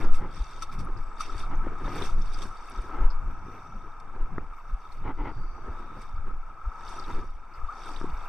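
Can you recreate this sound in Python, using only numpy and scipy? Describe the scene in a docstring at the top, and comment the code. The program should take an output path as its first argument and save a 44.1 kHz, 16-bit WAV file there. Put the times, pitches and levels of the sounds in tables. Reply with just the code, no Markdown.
"""A gust thumps on the microphone while small waves wash into the rocks of a jetty a few metres away.
Each wave gurgles with ringing air bubbles, slaps the stones, throws up spray and trickles back.
The water rings the microphone housing near 1.3 kHz and at higher resonances. Turbulent air at the
sound ports makes slow pressure swings, eddies, flutter, rasps and pops. Faint shrills lie far behind."""
import sys
import numpy as np
from scipy import signal
from scipy.fft import rfft, irfft
from scipy.io import wavfile
from scipy.ndimage import uniform_filter1d

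SR = 44100
rng = np.random.default_rng(int(sys.argv[2]) if len(sys.argv) > 2 else 0)


def generate_wav(sig):
    """Save sig (samples, or channels by samples) to the path in sys.argv[1] as 16-bit PCM at SR."""
    pcm = np.round(np.clip(np.atleast_2d(sig).T, -1, 1) * 32767).astype(np.int16)
    wavfile.write(sys.argv[1], SR, pcm)


N = 365540
TIME = np.arange(N) / SR
BINS = np.fft.rfftfreq(16384, 1 / SR)

# Water slapping a stone. Each row: start in seconds, relative level in dB, decay time in seconds.
SLAPS = [(0.14, -43, 0.028), (0.36, -64, 0.0083), (0.621, -28.5, 0.0087), (0.72, -48, 0.022),
         (0.788, -44, 0.021), (0.974, -61, 0.014), (1.201, -31.5, 0.016), (1.374, -50, 0.0086),
         (1.399, -57, 0.04), (1.96, -43, 0.019), (2.043, -39, 0.028), (2.331, -41.5, 0.014),
         (2.384, -41, 0.011), (2.417, -42, 0.044), (3.999, -41, 0.0033), (4.92, -56, 0.026),
         (6.013, -47, 0.013), (6.884, -49, 0.063), (6.995, -50, 0.0064), (7.878, -45, 0.015),
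         (7.96, -58, 0.016)]


def undb(db):
    """Amplitude grows tenfold with every 20 dB."""
    return 10 ** (np.asarray(db) / 20)


def unit(x):
    """Normalisation to an rms of 1."""
    return x / np.sqrt(np.mean(x ** 2))


def add(track, start_s, sound):
    """Superposition: a sound sums into a track from its start time."""
    start = max(int(start_s * SR), 0)
    track[start:start + len(sound)] += sound[:N - start]


def contour(points):
    """Linear interpolation of (seconds, value) points at every sample."""
    return np.interp(TIME, *np.transpose(points))


def wander(rate):
    """Random modulation: a line through `rate` Gaussian values a second."""
    knots = rng.standard_normal(4096)
    return np.interp(TIME * rate, np.arange(len(knots)), knots)


def swells(events, steepness, floor_db):
    """Incoherent swells add in power over a floor; steepness 1 is exponential, 2 bell-shaped."""
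    t = TIME[::64]
    power = 0
    for peak_s, db, rise_s, fall_s in events:
        distance = np.clip(np.maximum((peak_s - t) / rise_s, (t - peak_s) / fall_s), 0, 10)
        power = power + (undb(db) * np.exp(-distance ** steepness)) ** 2
    return np.sqrt(np.interp(TIME, t, power) + undb(floor_db) ** 2)


def spectrum_db(points):
    """Interpolation of (Hz, dB) points along a logarithmic frequency axis."""
    hz, db = np.transpose(points)
    return np.interp(np.log(BINS + 1), np.log(hz), db)


def colour(x, db):
    """Minimum-phase filtering: folding the cepstrum makes the gain per bin a causal response."""
    cepstrum = irfft(np.log(undb(db)))
    half = len(BINS) - 1
    cepstrum[1:half] *= 2
    cepstrum[half + 1:] = 0
    response = irfft(np.exp(rfft(cepstrum)))[:half]
    return signal.oaconvolve(x, response)[:N]


def ringing(hz, width_hz, size):
    """A resonance driven by noise passes a narrow band; the two channels are independent."""
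    edges = np.clip([hz - width_hz / 2, hz + width_hz / 2], 20, SR / 2 - 100)
    band = signal.butter(2, edges, "band", fs=SR, output="sos")
    return unit(signal.sosfilt(band, rng.standard_normal((2, size))))


def rolling(points):
    """Compression: dividing low noise by its running rms fills its deep gaps."""
    noise = unit(colour(rng.standard_normal(N), spectrum_db(points)))
    return unit(noise / np.sqrt(uniform_filter1d(noise ** 2, size=3000) + .05))


def ports(mid, side):
    """Partial coherence: the two ports agree most near 1.3 kHz and least in the high treble."""
    # Each row: frequency in Hz, gain of the side signal in dB.
    spread = [(50, -6), (1300, -23.5), (2200, -14), (4000, -4.5), (7000, -5), (14000, -1.5)]
    side = colour(side, spectrum_db(spread))
    return np.array([mid + side, mid - side])


def housed(pair, points):
    """Resonances of the microphone housing shape a water spectrum, at a mean power gain of 1."""
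    # Each row: frequency in Hz, width in Hz, left lift in dB, right lift in dB.
    resonances = [(955, 180, 1, 0.5), (1290.5, 137, 13, 10.5), (2293, 307, 6.5, 11.5), (2646, 80, 7.5, 10),
                  (3104, 130, -1.5, -10), (3275, 93, 2.5, 10.5), (3647, 210, 15.5, 13),
                  (4560, 330, 8, 13.5), (5394, 890, 16, 10.5), (5847, 140, 7, 14.5), (6394, 300, 14, 5),
                  (7690, 1080, 5.5, 9), (8910, 1330, 0.5, 11.5), (13030, 2400, 1, 13)]
    lifts = sum(np.outer([left, right], np.exp(-2 * ((BINS - hz) / width) ** 2))
                for hz, width, left, right in resonances)
    db = spectrum_db(points) + lifts
    db -= 10 * np.log10(np.mean(undb(db) ** 2))
    return np.array([colour(channel, gain_db) for channel, gain_db in zip(pair, db)])


def shrills():
    """Narrow-band noise swells and fades as thin, distant tones, perhaps insects in the bushes."""
    # Each row: middle in seconds, level in dB, half-length in seconds, pitch in Hz.
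    calls = [(1.102, -75, 0.26, 7800), (3.59, -71, 0.78, 5730), (5.436, -68.5, 0.57, 4640),
             (5.548, -74, 0.45, 5850), (5.898, -69, .5, 3640)]
    out = np.zeros((2, N))
    for s, db, half_length, hz in calls:
        size = int(2 * half_length * SR)
        hiss = undb(db) * np.hanning(size) ** 2 * ringing(hz, width_hz=260, size=size)
        for track, sound in zip(out, hiss):
            add(track, s - half_length, sound)
    return out


def gusting():
    """Unsteady flow: gusts rise out of the breeze, giving the gains of swing, rumble and flutter."""
    # Each row: time in seconds, relative strength in dB.
    breeze = [(0, 13.5), (.6, 4.5), (1.5, 5), (2.3, -2), (2.62, -9), (3.1, 3), (3.6, -2), (4.0, 1.5),
              (4.7, -3.5), (5.5, 2), (6.5, -6), (7.05, 6), (7.5, -3.5), (8.29, 1.5)]
    # Each row: peak in seconds, length in seconds, relative swing, rumble and flutter levels in dB.
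    gusts = [(0.032, 0.13, -17.5, -35, -36.5), (0.232, 0.067, -48, -39, -40),
             (0.373, 0.072, -45, -44.5, -46), (0.815, 0.17, -26.5, -37, -46),
             (0.89, 0.048, -32, -52, -43.5), (0.978, 0.086, -23.5, -40.5, -46.5),
             (1.345, 0.19, -28.5, -61, -46), (1.563, 0.21, -23.5, -39.5, -58), (1.69, 0.16, -44, -42, -40),
             (1.869, 0.14, -45, -38.5, -38), (1.995, 0.17, -45, -38, -35.5),
             (2.182, 0.21, -20.5, -39, -45.5), (2.345, 0.087, -30, -49, -50.5), (2.45, 0.18, -36, -45, -45),
             (2.86, 0.36, -40.5, -49.5, -44.5), (3.018, 0.11, -23, -43, -36), (3.29, 0.14, -30, -41, -47.5),
             (3.16, 0.091, -20.5, -52, -60), (3.463, 0.14, -62, -44, -51.5), (3.542, 0.14, -53, -50, -46.5),
             (3.715, 0.19, -54, -47, -59), (3.86, 0.068, -35, -47.5, -50), (4.204, 0.14, -29, -54, -47),
             (4.377, 0.15, -29, -42, -46.5), (4.707, 0.078, -32.5, -48.5, -78),
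             (5.072, 0.15, -25.5, -38.5, -44.5), (5.266, 0.14, -47, -39.5, -42.5),
             (5.416, 0.096, -24.5, -45, -47.5), (5.574, 0.045, -51, -52, -47),
             (5.69, 0.17, -32, -50, -44.5), (5.813, 0.13, -39, -51.5, -46.5),
             (5.967, 0.17, -40, -47.5, -48), (6.175, 0.14, -28, -47.5, -66), (6.297, 0.13, -24, -45, -49),
             (6.51, 0.087, -54, -58, -56.5), (6.664, 0.043, -33, -57, -67), (6.995, 0.14, -48, -60, -47),
             (7.181, 0.17, -27, -41, -41.5), (7.628, 0.049, -25, -50, -73), (7.912, 0.2, -39, -67, -45.5),
             (8.056, 0.18, -26.5, -47, -47.5)]
    breeze_db = contour(breeze) + 2.5 * wander(rate=12)
    s, length, swing_db, rumble_db, flutter_db = np.transpose(gusts)

    def blow(db, rise, fall, calm_db):
        """One gust envelope; rise and fall are shares of each gust's length."""
        events = zip(s, db, rise * length, fall * length)
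        return swells(events, steepness=1.83, floor_db=breeze_db + calm_db)

    return (blow(swing_db, rise=0.87, fall=1.22, calm_db=-41),  # leads and outlasts the turbulence
            blow(rumble_db, rise=0.53, fall=0.42, calm_db=-58.5),
            blow(flutter_db, rise=0.53, fall=0.42, calm_db=-59))


def buffeting(swing, rumble):
    """Large-scale turbulence presses on the microphone as slow swings and a low rumble."""
    # Each row of both: frequency in Hz, relative spectral density in dB.
    swing_spectrum = [(4, 1), (10, 5), (18, 10.5), (28, -3.5), (45, -17), (80, -26), (150, -50), (400, -92),
                      (1000, -100)]
    rumble_spectrum = [(25, -5), (65, 8.5), (110, 4.5), (170, -0.5), (240, -8), (400, -24), (1000, -59.5),
                       (3000, -84)]
    return undb(-2.5) * swing * rolling(swing_spectrum) + undb(-2) * rumble * rolling(rumble_spectrum)


def eddies():
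    """The low-pressure core of a passing vortex sucks at the microphone, with a push either side."""
    # Each row: middle in seconds, peak suction in dB, frequency of the thump in Hz.
    vortices = [(.05, -9.5, 7.8), (0.416, -18, 33.6), (0.926, -15.5, 14.8), (1.362, -29.5, 63),
                (1.581, -15, 18), (1.859, -21, 25), (2.14, -21, 14), (2.2, -16, 11.3), (2.796, -20.5, 29),
                (3.029, -9.5, 22.3), (3.054, -6, 13.3), (3.28, -19, 27), (3.762, -27, 18.3),
                (4.22, -18.5, 17), (4.741, -18.5, 29.6), (5.065, -29, 38), (5.217, -19, 24.4),
                (5.70, -26, 48), (6.147, -28.5, 57), (6.193, -27.5, 49), (6.678, -19, 37),
                (7.154, -20, 12.6), (7.641, -25, 34), (8.14, -26.5, 42)]
    out = np.zeros(N)
    for s, db, hz in vortices:
        reach_s = 1 / hz
        offset = np.pi * hz * np.arange(-reach_s, reach_s, 1 / SR)
        add(out, s - reach_s, -undb(db) * (1 - 2 * offset ** 2) * np.exp(-offset ** 2))
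    return out


def burbles():
    """Vortex shedding: some gusts leave a short, almost regular row of eddies."""
    # Each row: middle in seconds, level in dB, half-length in seconds, pitch in Hz.
    sheddings = [(.245, -39, 0.056, 167), (.80, -40, 0.067, 170), (1.69, -45, 0.067, 154.5),
                 (2.19, -47, 0.058, 190), (3.76, -50.5, 0.092, 197), (4.345, -37.5, 0.063, 155),
                 (5.38, -37.5, .05, 110.6), (8.08, -44, 0.057, 151)]
    out = np.zeros(N)
    for s, db, half_length, hz in sheddings:
        size = int(2 * half_length * SR)
        tone = ringing(hz, width_hz=0.42 * hz, size=size)[0]
        add(out, s - half_length, undb(db) * np.hanning(size) ** 2 * tone)
    return out


def flutter(turbulence):
    """Intermittency: fine turbulence comes in ragged bursts, with short hollow warbles in it."""
    # Each row: frequency in Hz, relative spectral density in dB.
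    spectrum = [(60, -8), (160, -5), (240, -1), (370, 0.5), (480, -6.5), (620, -13), (950, -7.5),
                (1600, -12), (2400, -25), (3200, -33.5), (8000, -58)]
    ragged = rng.standard_normal(N) * undb(3.8 * wander(rate=110))
    bursts = unit(colour(ragged, spectrum_db(spectrum)))
    warbles = gurgle(count=700, low_hz=210.4, high_hz=519.6, cycles=8.1, scatter_db=2)
    return (undb(-4) * bursts + undb(-11) * warbles) * turbulence


def rasps():
    """Cavity resonance: air tears across the port in hollow rasps; the hardest ring most near 280 Hz."""
    # Each row: middle in seconds, level in dB, length in seconds.
    blasts = [(0.024, -42.5, 0.072), (0.238, -43, 0.085), (1.533, -40.5, 0.053), (1.937, -43.5, 0.18),
              (2.961, -41.5, 0.091), (3.03, -44, 0.047), (5.084, -36.5, 0.074), (5.211, -41, 0.062),
              (5.268, -36.5, 0.059), (5.299, -40, 0.034), (7.104, -40.5, 0.03)]
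    # Each row: frequency in Hz, relative spectral density in dB.
    spectrum = [(60, -10.5), (215, -17.5), (280, 7.5), (400, -1), (620, -12), (800, 0), (950, 2),
                (1120, -8.5), (1300, -1), (1600, -19.5), (2100, -10.5), (2450, -23), (2900, -24.5),
                (4000, -39.5), (9000, -69)]
    events = [(s, db, 0.55 * length, 0.48 * length) for s, db, length in blasts]
    force = swells(events, steepness=2.9, floor_db=-110)
    tearing = rng.standard_normal(N) * undb(1.7 * wander(rate=350))
    hollow = ringing(hz=275, width_hz=56, size=N)[0] * (force / force.max()) ** 2
    return unit(colour(tearing, spectrum_db(spectrum))) * force + undb(-42) * hollow


def pops():
    """Impulse response: an air pocket snaps loose with a steep swing, a housing ring and a rough tail."""
    # Each row: start in seconds, relative level in dB, low-pass cutoff in Hz.
    snaps = [(1.667, -18.5, 560), (1.717, -30, 500), (3.482, -31, 440), (4.381, -19.5, 1760),
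             (5.684, -30.5, 1500), (8.013, -25, 1400), (8.041, -20, 460)]
    out, age = np.zeros(N), np.arange(SR // 20) / SR
    for s, db, cutoff_hz in snaps:
        muffle = signal.butter(7, cutoff_hz, fs=SR, output="sos")
        swing = np.sin(2 * np.pi * 340 * age) * np.exp(-age / 0.0022)
        ring = 0.5 * np.sin(2 * np.pi * 1270 * age) * np.exp(-age / 0.0026)
        tail_gain = 0.26 * np.sqrt(SR / 2 / cutoff_hz)  # equal power at any cutoff
        tail = tail_gain * rng.standard_normal(len(age)) * np.exp(-age / 0.003)
        add(out, s, undb(db) * signal.sosfilt(muffle, swing + ring + tail))
    return out


def wind():
    """Flow noise sums nearly alike at both ports; the left faces the gusts and is a little louder."""
    swing, rumble, turbulence = gusting()
    mid = buffeting(swing, rumble) + eddies() + flutter(turbulence) + rasps() + pops() + burbles()
    side = 0.32 * buffeting(swing, rumble) + flutter(turbulence) + rasps()
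    return ports(mid, side) * undb([[.6], [-.6]])


def bubble(hz, octaves, length):
    """A bubble is an air spring loaded by water; its pitch climbs as it nears the surface."""
    age = np.arange(int(2 * length * SR)) / (length * SR)  # in units of `length`
    pitch_hz = hz * 2 ** (octaves * np.minimum(age, 1.2))
    phase = 2 * np.pi * np.cumsum(pitch_hz) / SR
    return np.sin(phase) * (age / 0.53) ** 2 * np.exp(2 - 2 * age / 0.43)


def gurgle(count, low_hz, high_hz, cycles, scatter_db):
    """Rising bubble tones of many sizes superpose at random times."""
    out = np.zeros(N)
    for when, pitch, rise, rank in rng.random((count, 4)):
        hz = low_hz * (high_hz / low_hz) ** pitch
        gain = undb(-scatter_db * np.log(rank + 0.012)) * hz / high_hz
        add(out, when * N / SR, gain * bubble(hz, 0.26 * rise, cycles / hz))
    return unit(out)


def fizz(count, low_hz, high_hz, cycles, scatter_db):
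    """Tiny bubbles are damped oscillators, each struck once and ringing for a few cycles."""
    when, pitch, rank = rng.random((count, 3)).T[:, :, None]
    hz = low_hz * (high_hz / low_hz) ** pitch
    step = np.arange(256)
    turns = (hz * step / SR).astype(np.float32)
    gain = undb(-scatter_db * np.log(rank + 0.12)) * hz
    rings = gain * np.sin(2 * np.pi * turns) * np.exp(-turns / cycles)
    samples = (when * N).astype(int) + step
    return unit(np.bincount(samples.ravel(), rings.ravel(), N)[:N])


def droplets(rate, scatter_db):
    """Shot noise: about `rate` tiny impacts a second, a few much larger than the rest."""
    hit = rng.random(N) < rate / SR
    size = undb(scatter_db * np.minimum(rng.exponential(size=N), 5))
    return unit(hit * size * rng.choice([-1, 1], N))


def trickles():
    """Water draining between the stones entrains little runs of small ringing bubbles."""
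    # Each row: middle in seconds, relative level in dB, length in seconds.
    runs = [(0.005, -54, .06), (0.153, -55.5, 0.038), (0.74, -57, .05), (1.962, -53, 0.16),
            (2.85, -70, 0.49), (3.309, -65.5, 0.046), (3.547, -66, 0.18), (4.577, -64, 0.091),
            (4.7, -70, .07), (4.936, -66.5, 0.25), (5.998, -69.5, 0.26), (7.102, -63.5, 0.17),
            (7.56, -66.5, 0.12), (8.143, -63.5, 0.12), (8.256, -60.5, 0.09)]
    # Each row: frequency in Hz, relative gain in dB.
    spectrum = [(1000, -19), (2000, 0), (2800, -4), (4500, -12)]
    events = [(s, db, 0.32 * length, 0.41 * length) for s, db, length in runs]
    flow = swells(events, steepness=1, floor_db=-79)
    bubbles = fizz(count=2400, low_hz=1890, high_hz=2930, cycles=4.2, scatter_db=1.5)
    mid = bubbles + 0.49 * rng.standard_normal(N)
    return undb(-2) * housed(ports(mid, rng.standard_normal(N)) * flow, spectrum)


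def plinks():
    """A drop leaves a knot of bubbles of about one size, which resonate in one narrow band."""
    # Each row: start in seconds, level in dB, pitch in Hz, decay time in seconds.
    drops = [(0.848, -53.5, 9700, 0.0048), (0.97, -57, 4800, 0.015), (1.553, -55, 6100, 0.0045),
             (2.021, -37, 3500, 0.014), (2.22, -46, 5700, 0.0045), (2.344, -42, 4800, 0.0059),
             (2.698, -46.5, 9900, 0.0027), (3.102, -48.5, 4770, 0.014), (4.92, -55, 4400, .006),
             (6.996, -39, 4740, 0.004), (7.04, -49, 3700, 0.0083), (7.538, -60, 4860, 0.019),
             (7.962, -39, 3560, 0.0042)]
    out, age = np.zeros((2, N)), np.arange(SR // 10) / SR
    for s, db, hz, decay_s in drops:
        ring = undb(db) * ringing(hz, width_hz=0.15 * hz, size=len(age)) * np.exp(-age / decay_s)
        for track, sound in zip(out, ring):
            add(track, s, sound)
    return out


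def glugs():
    """Single nearby bubbles resonate above the wash, a little to the left."""
    # Each row: start in seconds, relative level in dB, starting pitch in Hz,
    # rise in octaves by the halfway point, half-length in seconds.
    bubbles = [(0.62, -28, 1260, 0.09, 0.0082), (0.687, -32.5, 1226, 0.16, 0.021),
               (0.87, -29.5, 1230, 0.08, 0.0074), (1.205, -19.5, 1108, .3, 0.0073),
               (1.293, -31, 1277, 0.1, 0.013), (1.434, -30, 1240, 0.13, 0.0092),
               (1.604, -31, 1270, 0.063, 0.018), (6.642, -37, 1266, 0.056, 0.025),
               (6.713, -33.5, 1100, 0.37, 0.012), (7.683, -27.5, 1075, 0.37, 0.026),
               (8.095, -30, 1210, 0.11, 0.0061)]
    out = np.zeros(N)
    for s, db, hz, octaves, half_length in bubbles:
        add(out, s, undb(db) * bubble(hz, octaves, half_length))
    return np.outer(undb([1.2, -1.2]), out)


def foam():
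    """Air entrainment: the foam's gain builds with each wave or slap and drains away."""
    # Each row: crest in seconds, relative level in dB, build-up in seconds, draining in seconds.
    waves = [(.01, -52, .03, 0.081), (.37, -50, 0.058, 0.097), (.51, -52.5, 0.1, 0.21),
             (.99, -63.5, 0.082, 0.14), (1.22, -47.5, 0.033, 0.16), (1.39, -44, .03, 0.04),
             (1.86, -55, .02, 0.084), (2.03, -44.5, 0.14, 0.082), (2.38, -51, 0.21, 0.059),
             (2.75, -53, 0.24, 0.15), (3.55, -65, 0.13, 0.3), (4.88, -64.5, 0.25, 0.12),
             (5.33, -68, 0.18, .15), (5.8, -65, 0.1, .1), (6.01, -59, 0.056, 0.11),
             (6.91, -50.5, 0.1, 0.23), (7.13, -55.5, 0.1, 0.11), (7.89, -49, 0.14, 0.16),
             (7.56, -68, .02, 0.048), (8.2, -59, 0.062, 0.1)]
    lag_s, rise_s, fall_s = 0.0056, 0.012, 0.011
    usual_slap_s = 0.015  # longer slaps move more water and throw more foam
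    thrown = [(s + lag_s, db - 11 + 20 * np.log10(decay_s / usual_slap_s), rise_s, fall_s)
              for s, db, decay_s in SLAPS]
    return swells(waves + thrown, steepness=1.34, floor_db=-73)


def spray():
    """Bubble resonance and drop impacts: foam fizzes and patters on the stones in uneven spurts."""
    # Each row: frequency in Hz, relative gain in dB.
    spectrum = [(300, -20.5), (900, 5), (1700, 13.5), (2500, 1.5), (3200, 2.5), (5000, -6.5), (7000, -12),
                (9500, -13), (11500, -22), (14500, -32)]
    mid, side = (fizz(count=4500, low_hz=2444, high_hz=13130, cycles=6.3, scatter_db=5.5)
                 + 0.47 * droplets(rate=5600, scatter_db=3.5)
                 + 0.89 * rng.standard_normal(N) for _ in range(2))
    spurts = foam() * undb(1.03 * wander(rate=60))
    return undb(-4.5) * housed(ports(mid, side) * spurts, spectrum)


def splashes():
    """Impact on a stone releases a sudden shower of drops and bubbles that dies away."""
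    # Each row: frequency in Hz, relative gain in dB.
    spectrum = [(400, -72), (1100, 25.5), (1700, 4), (3000, 5), (5000, -2), (7000, -4), (9500, -2),
                (11500, -14), (14500, -19)]
    force, attack_s = np.zeros(N), 0.0031
    for s, db, decay_s in SLAPS:
        age = np.arange(int(4 * decay_s * SR)) / SR
        add(force, s, undb(db) * (1 - np.exp(-age / attack_s)) * np.exp(-(age / decay_s) ** 0.95))
    mid, side = (droplets(rate=10000, scatter_db=4)
                 + 0.67 * fizz(count=7000, low_hz=1770, high_hz=13080, cycles=8.4, scatter_db=4)
                 for _ in range(2))
    return undb(-2.5) * housed(ports(mid, side) * force, spectrum)


def wash():
    """Bubbles trapped between the stones resonate over the rush of waves further along the shore."""
    # The slow heave of the water. Each row: time in seconds, relative level in dB.
    surge = [(0, -41), (.4, -45.5), (1.1, -44), (1.3, -42), (2.0, -39), (2.15, -43.5), (2.85, -42.5),
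             (3.03, -38.5), (3.2, -43.5), (4.15, -46.5), (5.45, -48), (5.7, -42.5), (6.5, -48.5),
             (6.85, -40.5), (7.17, -42), (7.33, -51), (7.72, -41), (8.29, -40.5)]
    # Each row: frequency in Hz, relative gain in dB.
    spectrum = [(100, -30.5), (300, -12.5), (600, -8), (850, 1), (1150, 1), (1600, -6.5), (1900, -17.5),
                (3000, -28.5), (4200, -46.5), (7000, -42.5), (10000, -49.5), (14000, -77)]
    bubbles = gurgle(count=4000, low_hz=592.7, high_hz=3220, cycles=9.5, scatter_db=3.5)
    mid = undb(-17) * bubbles + undb(-4) * rng.standard_normal(N)
    lapping = undb(contour(surge) + .8 * wander(rate=45))
    return housed(ports(mid, rng.standard_normal(N)) * lapping, spectrum)


def scene():
    """The pressures of water, far shrills and wind superpose."""
    return wash() + spray() + splashes() + glugs() + plinks() + shrills() + wind() + trickles()


def record(dry):
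    """Band limiting: the camera's steep low-pass filter cuts the top of the treble."""
    cutoff_hz = 14600
    return signal.sosfilt(signal.ellip(8, .2, 70, cutoff_hz, fs=SR, output="sos"), dry)


dry = scene()
out = record(dry)
generate_wav(out)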